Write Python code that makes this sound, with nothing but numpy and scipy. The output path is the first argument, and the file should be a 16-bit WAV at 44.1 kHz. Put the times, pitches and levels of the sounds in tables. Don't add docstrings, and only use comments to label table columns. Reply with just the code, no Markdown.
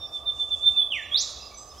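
import sys
import numpy as np
from scipy import signal
from scipy.fft import rfft, irfft
from scipy.io import wavfile
from scipy.ndimage import uniform_filter1d

SR = 44100
rng = np.random.default_rng(int(sys.argv[2]) if len(sys.argv) > 2 else 0)


def undo_db(level):
    steps = np.asarray(level, float) / 20
    return 10 ** steps


def to_wav(sig):
    pcm = np.clip(np.atleast_2d(sig), -1, 1) * 32767
    pcm = np.round(pcm).astype(np.int16)
    wavfile.write(sys.argv[1], SR, pcm.T)


N = 79380


def level(x, db):
    return x * undo_db(db) / np.sqrt(np.mean(x ** 2))


def band(hz, width, order=2):
    f = np.arange(N // 2 + 1) * SR / N
    bell = 1 / (1 + ((f - hz) / (width / 2)) ** 2) ** order
    return level(irfft(rfft(rng.standard_normal(N)) * bell, N), 0)


def walk(rate):
    k = int(SR / rate)
    held = np.repeat(rng.standard_normal(N // k + 1), k)
    return 1.05 * uniform_filter1d(uniform_filter1d(held, k), k)[:N]


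def pan(x, left_over_right_db):
    return x * undo_db(np.array([[left_over_right_db], [-left_over_right_db]]) / 2)


def sides(x):
    return x * np.array([[1], [-1]])


def tail(t60, rise):
    t = np.arange(N) / SR
    cloud = rng.standard_normal(N) * (1 - np.exp(-t / rise)) * undo_db(-60 * t / t60)
    return level(cloud, 0) / np.sqrt(N)


def spread(x, cloud):
    return signal.fftconvolve(x, cloud)[:N]


def notes(table, share, up, down, sag=1):
    t = np.arange(N) / SR
    for start, length, db, first, last in table:
        u = (t - start) / length
        on = (u >= 0) & (u < 1)
        swell = np.sin(np.pi / 2 * np.clip(u / share, 0, 1)) ** up
        fade = np.sin(np.pi / 2 * np.clip((1 - u) / (1 - share), 0, 1)) ** down
        pitch = first + (last - first) * np.clip(u, 0, 1) ** sag
        yield pitch, on * swell * fade * undo_db(db) * np.sqrt(2)


def slide(curve):
    edge_s = 0.008
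    t = np.arange(N) / SR
    s, hz, db = np.array(curve).T

    def smooth(v):
        return uniform_filter1d(np.interp(t, s, v), size=300)

    edge = np.clip(np.minimum(t - s[0], s[-1] - t) / edge_s, 0, 1) ** 2
    return smooth(hz), edge * undo_db(smooth(db)) * np.sqrt(2)


def voice(parts, second_db):
    third_db, breathy_db, air_hz = -38, -24.5, 13000
    tone, over = 0, 0
    breath = 1 + undo_db(breathy_db) * band(170.0, 440.0)
    for hz, gain in parts:
        phase = 2 * np.pi * np.cumsum(hz) / SR
        second = undo_db(second_db) * np.sin(2 * phase) / (1 + (2 * hz / air_hz) ** 6)
        third = undo_db(third_db) * np.sin(3 * phase) / (1 + (3 * hz / air_hz) ** 6)
        tone = tone + gain * breath * np.sin(phase)
        over = over + gain * (second + third)
    return tone, over


def whipbird():
    # (start [s], length [s], level [dB], first pitch [Hz], last pitch [Hz])
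    whistles = [(-.005, 0.08, -36, 3652, 3551), (.118, 0.079, -31.5, 3595, 3506),
                (.252, .066, -25, 3626, 3516), (.378, 0.076, -24, 3574, 3509), (.5, 0.062, -23, 3600, 3452),
                (.572, 0.069, -36.5, 3480, 3510), (.622, .034, -24, 3566, 3533),
                (.648, 0.051, -16, 3579, 3547), (.76, .058, -17.5, 3594, 3462),
                (.81, 0.03, -18, 3472, 3460), (.862, 0.016, -39.5, 3454, 3440)]
    # (time [s], pitch [Hz], level [dB])
    fall = [
        (.896, 3540, -46),
        (.908, 3316, -32),
        (.926, 2910, -26),
        (.945, 2489, -30),
        (.97, 2134, -33),
        (.99, 1846, -37.5),
        (1.012, 1737, -38.5),
        (1.035, 1693, -55),
    ]
    # (time [s], pitch [Hz], level [dB])
    whip = [
        (1.108, 3295, -48),
        (1.12, 3269, -31.5),
        (1.14, 3466, -23.5),
        (1.16, 3866, -20),
        (1.175, 4526, -23.5),
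        (1.198, 5870, -26.5),
        (1.216, 6820, -30),
        (1.228, 7460, -37),
        (1.236, 8280, -53),
    ]
    note_wet_db, slide_direct_db, overtone_direct_db = -4, -2, -17
    twigs_t60_s, twigs_db = 0.068, -6
    held, held_over = voice(notes(whistles, share=0.66, up=1.2, down=1.3, sag=0.763), second_db=-52)
    glide, glide_over = voice([slide(fall), slide(whip)], second_db=-42)
    over = undo_db(2.5) * held_over + undo_db(8) * glide_over
    twigs = tail(twigs_t60_s, 0.00067) * undo_db(5.7 * rng.standard_normal(N))
    twigs = undo_db(twigs_db) * twigs / np.sqrt(np.sum(twigs ** 2))
    straight = held + undo_db(slide_direct_db) * glide + undo_db(overtone_direct_db) * over
    straight = straight + spread(glide + over, twigs)
    return undo_db(note_wet_db) * held + glide + over, straight


def scatter_cloud():
    near = undo_db(-4.5) * tail(t60=0.39, rise=0.0033)
    far = undo_db(-12.5) * tail(t60=0.94, rise=0.064)
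    return near + far


def trees(x, straight):
    # (delay [s], level [dB])
    echoes = [
        (.043, -43),
        (.085, -30),
    ]
    bird_pan_db, wide_db = -5, -24.5
    mid = scatter_cloud()
    for delay, db in echoes:
        mid[int(delay * SR)] += undo_db(db)
    bird = pan(straight + spread(x, mid), bird_pan_db)
    return bird + undo_db(wide_db) * sides(spread(x, scatter_cloud()))


def far_birds(table, t60, wet_db):
    pan_db = -4.5
    x = 0
    for hz, gain in notes(table, share=0.3, up=1.2, down=1.1):
        x = x + gain * np.sin(2 * np.pi * np.cumsum(hz) / SR)
    wet = undo_db(wet_db + 3.5 * walk(40)) * spread(x, tail(t60, 0.01))
    return pan(x + wet, pan_db) + undo_db(-10) * sides(spread(x, tail(t60, 0.01)))


def far_pings():
    # (start [s], length [s], level [dB], pitch [Hz])
    pings = [(-.01, 0.053, -52.5, 5470), (.05, 0.014, -59.5, 4910), (0.127, 0.021, -60, 4900),
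             (.95, 0.017, -51, 5800), (1.411, 0.048, -44.5, 4953), (1.536, 0.043, -47, 6093),
             (1.57, 0.046, -49, 6183), (1.691, 0.058, -52, 5163), (1.78, .04, -47, 5340),
             (1.03, .03, -61, 4000), (1.053, 0.025, -63, 5300), (0.964, .07, -63.5, 7100)]
    steady = [(*row, row[-1]) for row in pings]
    return far_birds(steady, t60=1.03, wet_db=2)


def rustles():
    # (middle [s], width [s], level [dB], centre [Hz])
    puffs = [(0.17, 0.034, -59.5, 6800), (0.14, .03, -70, 12600), (.4, .05, -56.5, 6750),
             (.56, 0.067, -57.5, 6800), (.7, 0.079, -58.5, 7000), (1.8, 0.03, -66.5, 12500),
             (1.76, .04, -58, 6200), (0.7, 0.26, -71.5, 18000), (0.72, 0.12, -70.5, 6500),
             (1.3, 0.058, -56.5, 1170), (1.15, 0.026, -59.5, 1440), (1.3, .025, -61, 8400)]
    t, out = np.arange(N) / SR, 0
    for mid, width, db, hz in puffs:
        gain = undo_db(db + 1.5 * walk(120)) * np.exp(-0.5 * ((t - mid) / width) ** 2)
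        leaves = band(hz, hz * 0.81) + undo_db(-7.5) * sides(band(hz, hz * 0.9))
        out = out + gain * leaves
    return out


def drones():
    # (centre [Hz], width [Hz], level [dB], left over right [dB], flicker [dB])
    hums = [
        (70.4, 51, -55, -2, 0),
        (110.5, 56, -65, -4.5, -1.5),
        (310.5, 214, -68, 5, 0),
        (649.4, 666, -55, 3, 0.5),
        (1167, 207, -58.5, -12.5, 0.5),
        (2577, 300, -73, -0.5, 2.5),
        (3400, 750, -82, -22, -15.5),
    ]
    out = 0
    for hz, width, db, lr, flicker in hums:
        centred = undo_db(db + flicker * walk(13.8)) * band(hz, width)
        out = out + pan(centred, lr) + undo_db(db - 17) * sides(band(hz, width))
    return out


def bush():
    # (frequency [Hz], level per Hz [dB])
    hush = [(20, -4), (150, -4.5), (900, -8), (1500, -14), (2300, -19), (4000, -17), (9000, -23.5),
            (15500, -28)]
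    hush_db, side_db = -56.5, -10.5
    f = np.arange(N // 2 + 1) * SR / N + 1
    hz, db = np.array(hush).T
    colour = undo_db(np.interp(np.log(f), np.log(hz), db))
    mid, side = irfft(rfft(rng.standard_normal((2, N))) * colour, N)
    side = signal.lfilter(*signal.butter(1, 120, 'high', fs=SR), side)
    return level(mid + undo_db(side_db) * sides(side), hush_db) * undo_db(1.7 * walk(7.1))


def far_chirps():
    # (start [s], length [s], level [dB], first pitch [Hz], last pitch [Hz])
    chirps = [(1.572, 0.014, -47.5, 8000, 6970), (1.582, 0.024, -53, 7270, 8300),
              (1.398, .015, -56.5, 2710, 2630), (1.425, 0.014, -53.5, 2675, 2690),
              (1.51, 0.017, -55.5, 2350, 2244), (1.715, 0.015, -54.5, 3780, 3340),
              (1.74, .015, -60.5, 3050, 3020), (1.765, .025, -60, 3170, 3400),
              (.365, 0.048, -61.5, 2930, 2650), (.485, 0.035, -60, 2930, 2610),
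              (.55, 0.031, -60.5, 2850, 2610), (.61, 0.026, -61, 2820, 2760), (.67, 0.035, -56, 2860, 2620),
              (.735, .03, -61, 2750, 2525), (.8, 0.032, -59, 2720, 2520)]
    return far_birds(chirps, t60=0.25, wet_db=2)


def scene():
    near = trees(*whipbird())
    far = far_pings() + far_chirps()
    return near + far + rustles() + drones() + bush()


def low_pass(x):
    return signal.sosfilt(signal.butter(12, 15630, fs=SR, output="sos"), x)


def record(dry):
    return low_pass(dry)


dry = scene()
out = record(dry)
to_wav(out)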